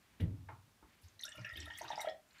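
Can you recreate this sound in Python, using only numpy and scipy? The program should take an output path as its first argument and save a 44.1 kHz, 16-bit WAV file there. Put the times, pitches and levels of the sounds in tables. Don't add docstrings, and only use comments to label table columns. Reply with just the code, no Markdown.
import sys
import numpy as np
from scipy import signal
from scipy.fft import rfft, irfft
from scipy.io import wavfile
from scipy.ndimage import uniform_filter1d

SR = 44100
rng = np.random.default_rng(int(sys.argv[2]) if len(sys.argv) > 2 else 0)


def magnitude_from_level(level_db):
    exponent = np.asarray(level_db, float) / 20
    return 10 ** exponent


def wav_record(signal):
    frames = np.transpose(np.atleast_2d(signal))
    bounded = np.clip(frames, -1, 1)
    quanta = np.round(bounded * 32767).astype(np.int16)
    wavfile.write(sys.argv[1], SR, quanta)


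N = 105840
T = np.arange(N) / SR

# (time [s], level [dB], pitch [Hz])
GULPS = [(1.278, -64, 600), (1.347, -63.5, 610), (1.381, -56, 587), (1.445, -63, 626), (1.673, -56.5, 650),
         (1.699, -51.5, 890), (1.81, -42.5, 691), (1.842, -44.5, 880), (1.903, -34, 871),
         (1.931, -43.5, 780), (1.977, -34.5, 861), (2.016, -51, 920), (2.044, -38, 699), (2.071, -34, 628),
         (1.813, -41.5, 908), (1.875, -53, 770), (1.913, -43.5, 720), (1.983, -37, 853),
         (1.996, -39.5, 770), (2.031, -43, 883), (2.084, -38, 709), (2.0915, -39, 660), (1.49, -68, 597),
         (1.53, -68, 640), (1.25, -69, 620)]
# (time [s], level [dB], pitch [Hz])
BUBBLES = [(1.2003, -52.5, 1953), (1.2461, -51, 1410), (1.3476, -60, 1340), (1.4454, -42.5, 1756),
           (1.4964, -44.5, 1878), (1.555, -55, 2140), (1.5747, -48, 1824), (1.6221, -50, 1837),
           (1.6626, -56, 1805), (1.6786, -47, 1797), (1.7041, -43, 1808), (1.784, -45, 1955),
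           (1.91, -48, 1840), (1.9745, -54, 2024), (1.994, -39.5, 2038), (2.033, -52, 1934),
           (2.0702, -44, 1930), (1.263, -50.5, 1574), (1.282, -52.5, 1740), (1.313, -56, 1760),
           (1.358, -60, 1395), (1.384, -56, 1367), (1.397, -63.5, 1235), (1.415, -57, 1900),
           (1.455, -48, 1736), (1.464, -48.5, 1746), (1.47, -59, 1350), (1.495, -59, 1330),
           (1.505, -45, 1930), (1.66, -55.5, 1285), (1.7, -57, 2100), (1.844, -54.5, 1060),
           (1.845, -49, 1473), (1.879, -49, 1167), (1.929, -59.5, 1240), (1.974, -58, 1350),
           (1.997, -52.5, 1220), (2.02, -55, 1550), (2.05, -54, 1290), (2.076, -60, 1240)]
# (time [s], level [dB], pitch [Hz])
BEADS = [(1.1926, -45.5, 4050), (1.2217, -47.5, 4070), (1.2339, -38.5, 3650), (1.278, -50.5, 2770),
         (1.3218, -51, 2914), (1.3753, -54, 2820), (1.445, -42.5, 2684), (1.5561, -43, 3042),
         (1.5732, -44, 3490), (1.6552, -48, 3570), (1.7016, -48, 3050), (1.736, -51, 3100),
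         (1.753, -45, 3264), (1.9183, -43.5, 3530), (1.9567, -45.5, 5010), (2.014, -42.5, 3683),
         (2.0597, -49.5, 3200), (2.0848, -43, 3280), (1.239, -50, 3705), (1.243, -46, 4020),
         (1.319, -49.5, 3400), (1.354, -55, 2790), (1.378, -53, 2350), (1.452, -49, 2500),
         (1.535, -54.5, 3570), (1.57, -49.5, 2560), (1.605, -51, 4170), (1.615, -50, 3110),
         (1.795, -51, 4300), (2.086, -52, 4050)]
# (time [s], level [dB], pitch
# [Hz])
SPECKS = [(1.1944, -57, 5800), (1.2097, -45.5, 6120), (1.2384, -42.5, 11150), (1.2521, -40, 5580),
          (1.2907, -49, 7300), (1.4487, -55, 5500), (1.6027, -46.5, 5460), (1.6554, -55.5, 10800),
          (1.7835, -52, 9500), (1.7853, -47.5, 11860), (1.816, -45, 6170), (1.9023, -50.5, 5630),
          (1.959, -59, 5100), (1.985, -49, 5550), (2.0047, -43, 5730), (2.0958, -49.5, 5150),
          (1.226, -50, 5500), (1.319, -53, 5630), (1.373, -56, 5570), (1.393, -60, 4970),
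          (1.413, -57.5, 5670), (1.491, -54, 4970), (1.5625, -53.5, 4850), (1.618, -60, 5230),
          (1.628, -53, 4950), (1.734, -56.5, 5430), (1.775, -48.5, 6100), (1.289, -50, 8340),
          (1.083, -56, 6370), (1.601, -49, 7500), (2.288, -69, 7150), (2.307, -63.5, 4110),
          (2.331, -65, 7020), (2.383, -62, 7030), (2.383, -61, 4150)]
# (60 dB fade [cycles], rise [cycles], upward glide [share], splash level [dB])
BUBBLE_SIZES = [
    (13, 1.6, .2, -27),
    (26, 7, .07, -8),
    (30, 9, .06, -5),
    (28, 12, .05, -3),
]
# (time [s], level [dB])
FLOW = [(1.192, -58), (1.21, -75.5), (1.4, -59), (1.53, -64.5), (1.58, -60), (1.75, -59.5), (1.85, -53.5),
        (2.07, -56), (2.11, -66.5)]
# (frequency [Hz], level [dB])
STREAM_COLOUR = [(800, -12.5), (1900, 2.5), (2800, -5.5), (3600, -4), (5600, -10.5), (8500, -18.5),
                 (12000, -25.5)]
SPRAY_TIMES = [1.208, 1.245, 1.35, 1.452, 1.526, 1.567, 1.65, 1.758, 1.775, 1.832, 2.003, 2.008]
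# (level [dB], centre [Hz], length [s])
SPRAY = [(-63.5, 9200, 0.0079), (-63, 8100, 0.013), (-69.5, 11300, 0.012), (-73, 16000, 0.012),
         (-69, 10500, 0.0067), (-61.5, 12200, 0.0078), (-60, 9900, 0.0093), (-65, 16000, 0.019),
         (-59.5, 9000, 0.011), (-68, 12600, 0.011), (-53.5, 8500, 0.016), (-56, 12400, 0.0099)]
# (frequency [Hz], level [dB], 60 dB decay [s])
GLASS = [
    (612, 6, .36),
    (684, 8, .55),
    (760, -3, .2),
    (1860, 2, .1),
    (3600, -2, .06),
    (5600, -4, .04),
]
KNOCK_TIMES = [.198, .201, .2, .203, .205, .4855, .4865, .487, .49, .5, .824, .8245, 1.015, 1.03, 1.37,
               1.375, 1.555, 1.815, 1.925]
# (level [dB], centre [Hz], 60 dB decay [s])
KNOCKS = [(-52, 1990, 0.1), (-52.5, 3070, .08), (-43, 384, 0.054), (-67, 11000, .14), (-43, 245, 0.42),
          (-42.5, 1400, 0.02), (-49.5, 910, 0.12), (-56.5, 2150, 0.063), (-55.5, 304, 0.11),
          (-57.5, 960, 0.23), (-56, 323, 0.06), (-62.5, 1030, 0.15), (-71, 11000, 0.21),
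          (-70.5, 4550, 0.46), (-56.5, 209, 0.11), (-56.5, 160, 0.25), (-55, 285, 0.35), (-61, 383, 0.27),
          (-58.5, 214, 0.16)]
# (time [s], level [dB], pitch [Hz], length
# [s])
THUDS = [(0.198, -40.5, 230, 0.018), (0.212, -26.5, 90.7, 0.046), (.225, -33.5, 163.5, 0.046),
         (0.269, -35.5, 106, 0.028), (0.31, -37.5, 94, 0.037), (0.391, -46, 91.8, 0.054),
         (0.305, -52.5, 277.3, 0.048), (0.38, -61, 261.8, 0.1), (0.524, -48.5, 110, 0.026),
         (0.819, -60.5, 58, 0.043), (1.031, -52, 87.2, 0.057), (1.387, -45.5, 117.4, 0.064),
         (1.524, -51.5, 66, 0.031), (1.57, -46, 79, 0.059), (1.622, -47, 81.6, 0.04),
         (1.623, -56.5, 296, 0.066), (1.66, -53, 78, 0.041), (1.847, -60.5, 320, 0.047),
         (0.199, -37.5, 60, 0.034), (0.242, -45, 49, 0.046), (1.369, -53.5, 95, 0.025),
         (1.84, -60, 124, 0.049), (1.93, -61.5, 142, 0.034)]
# (time [s], level [dB])
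RUSTLE = [(0, -81), (.19, -75), (.8, -111), (.9, -71.5), (1.06, -76), (1.15, -84), (1.25, -105),
          (2.27, -87), (2.31, -76.5), (2.37, -68), (2.4, -62)]
# (frequency [Hz], density [dB per Hz])
HUSH = [(18, -32), (30, 3), (168, -7), (202, -5.5), (505, -15.5), (639, -14), (970, -13.5), (15500, -27.5)]

TOP_HZ = 15450


def unit(x):
    return x / np.sqrt(np.mean(x ** 2))


def add(out, start, x):
    i = int(start * SR)
    out[i:i + len(x)] += x[:max(N - i, 0)]


def band(x, hz, width_hz):
    b, a = signal.iirpeak(min(hz, .45 * SR), max(hz / width_hz, .3), SR)
    return signal.lfilter(b, a, x)


def noise_band(length, hz, width_hz, second_width_hz):
    once = band(rng.standard_normal(length), hz, width_hz)
    return unit(band(once, hz, second_width_hz))


def spectrum_db(points, hz):
    p = np.array(points)
    return np.interp(np.log(hz), np.log(p[:, 0]), p[:, 1])


def curve(rows):
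    p = np.array(rows)
    return magnitude_from_level(np.interp(T, p[:, 0], p[:, 1], -140, -140))


def walk(rate_hz):
    k = int(SR / rate_hz)
    smooth = uniform_filter1d(rng.standard_normal(N), k)
    return unit(uniform_filter1d(smooth, k))


def fade(t, t60):
    return 1000 ** (-t / t60)


def water():
    out = stream()
    size_tables = (GULPS, BUBBLES, BEADS, SPECKS)
    for rows, (cycles, rise, glide, splash_db) in zip(size_tables, BUBBLE_SIZES):
        for start, level_db, hz in rows:
            add(out, start, magnitude_from_level(level_db) * bubble(hz, cycles, rise, glide))
            add(out, start, magnitude_from_level(level_db + splash_db) * splash(hz))
    spray(out)
    return out + glass(out)


def bubble(hz, cycles, rise, glide):
    c = np.arange(int((cycles + rise) * SR / hz) + 2) * hz / SR
    swell = np.sin(np.pi / 2 * np.minimum(c / rise, 1)) ** 2
    decay = 1000 ** (-(np.maximum(c - rise, 0) / cycles) ** 1.92)
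    return swell * decay * np.sin(2 * np.pi * c * (1 - glide / 2 + glide * c / cycles))


def splash(hz):
    c = np.arange(8192) * hz / SR
    burst = noise_band(len(c), hz, 0.3 * hz, 0.3 * hz)
    return burst * np.minimum(c / 6, 1) * fade(c, 90)


def stream():
    rate, scatter_db = 150, 5.5
    cluster_s, cluster_octaves = 0.011, 0.364
    cycles_at_2k, rise_cycles, glide = 23.5, 2.55, .1
    low_hz, high_hz = STREAM_COLOUR[0][0], STREAM_COLOUR[-1][0]
    out = np.zeros(N)
    for k, (late, size, strong, *beads) in enumerate(rng.random((150, 19))):
        centre_hz = low_hz * (high_hz / low_hz) ** ((size + k % 3) / 3)
        for when, detune in np.reshape(beads, (-1, 2)):
            hz = min(centre_hz * 2 ** (cluster_octaves * (2 * detune - 1)), TOP_HZ)
            db = spectrum_db(STREAM_COLOUR, hz) + 10 * np.log10(hz)
            db -= scatter_db * np.log(1 - .95 * strong)
            start = FLOW[0][0] + (k + 2 * late) / rate - cluster_s * np.log(1 - .98 * when)
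            cycles = cycles_at_2k * (hz / 2000) ** 0.48
            add(out, start, magnitude_from_level(db) * bubble(hz, cycles, rise_cycles, glide))
    wash = np.zeros(N)
    for hz, db in STREAM_COLOUR:
        flicker = magnitude_from_level(db + 5 * walk(50))
        wash += flicker * unit(band(rng.standard_normal(N), hz, .22 * hz)) * np.sqrt(hz / 2000)
    patter = out / np.std(out[out != 0])
    return (patter * magnitude_from_level(-3.5) + magnitude_from_level(-11) * unit(wash)) * curve(FLOW)


def spray(out):
    grain = magnitude_from_level(4 * walk(600))
    for start, (db, hz, length) in zip(SPRAY_TIMES, SPRAY):
        puff = noise_band(4096, hz, .38 * hz, .38 * hz)[:int(2 * length * SR)]
        swell = np.sin(np.pi * np.linspace(0, 1, len(puff)) ** .8) ** 2
        add(out, start, magnitude_from_level(db) * puff * grain[int(start * SR):][:len(puff)] * swell)


def glass(x):
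    return sum(magnitude_from_level(db) * band(x, hz, np.log(1000) / np.pi / t60) for hz, db, t60 in GLASS)


def knocks():
    out, t = np.zeros(N), T[:SR // 2]
    for start, (db, hz, t60) in zip(KNOCK_TIMES, KNOCKS):
        burst = noise_band(len(t), hz, 0.5 * hz, 0.52 * hz)
        add(out, start, magnitude_from_level(db) * burst * fade(t, t60) * np.minimum(t / .004, 1))
    return out


def thuds():
    out, t = np.zeros(N), T[:SR]
    for start, db, hz, length in THUDS:
        u = T[:int(length * SR)]
        push = np.sin(np.pi * (u / length) ** .8)
        add(out, start, magnitude_from_level(db) * push * np.sin(2 * np.pi * hz * u))
    boom = rng.standard_normal(SR) * fade(t, .75) * np.minimum(t / 0.023, 1)
    boom /= np.sqrt(np.sum(boom ** 2))
    return out + magnitude_from_level(-11) * signal.fftconvolve(out, boom)[:N]


def rustle():
    cloth = noise_band(N, 1970, 2070, 2070)
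    return cloth * magnitude_from_level(2.5 * walk(60)) * curve(RUSTLE)


def room(x):
    low_t60, top_t60, gap_s = 0.24, 0.1, 0.00085
    t = T[:SR // 2]
    noise = rng.standard_normal(len(t))
    low = signal.lfilter(*signal.butter(1, 2200, fs=SR), noise)
    low_tail = low * fade(t, low_t60)
    tail = low_tail + (noise - low) * fade(t, top_t60)
    tail *= np.clip(t / gap_s - .5, 0, 1)
    tail *= 0.39 / np.sqrt(np.sum(low_tail ** 2))
    return magnitude_from_level(-1) * signal.fftconvolve(x, tail)[:N]


def hush():
    hz = np.maximum(np.fft.rfftfreq(N, 1 / SR), 1)
    colour = magnitude_from_level(spectrum_db(HUSH, hz)) / (1 + (33 / hz) ** 4)
    air = unit(irfft(rfft(rng.standard_normal(N)) * colour, N))
    low = band(air, 91, 170)
    return magnitude_from_level(-70) * (air + low * (magnitude_from_level(3.0 * walk(8)) - 1))


def scene():
    near = water() + knocks()
    return (near + room(near) + thuds() + rustle() + hush())[None]


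def low_pass(x):
    return signal.sosfilt(signal.butter(12, 15710, fs=SR, output="sos"), x)


def record(dry):
    bass_cut = signal.butter(3, 45, "high", fs=SR, output="sos")
    top_cut = signal.ellip(8, .2, 70, TOP_HZ, fs=SR, output="sos")
    mix = signal.sosfilt(top_cut, signal.sosfilt(bass_cut, dry))
    return low_pass(mix)


dry = scene()
out = record(dry)
wav_record(out)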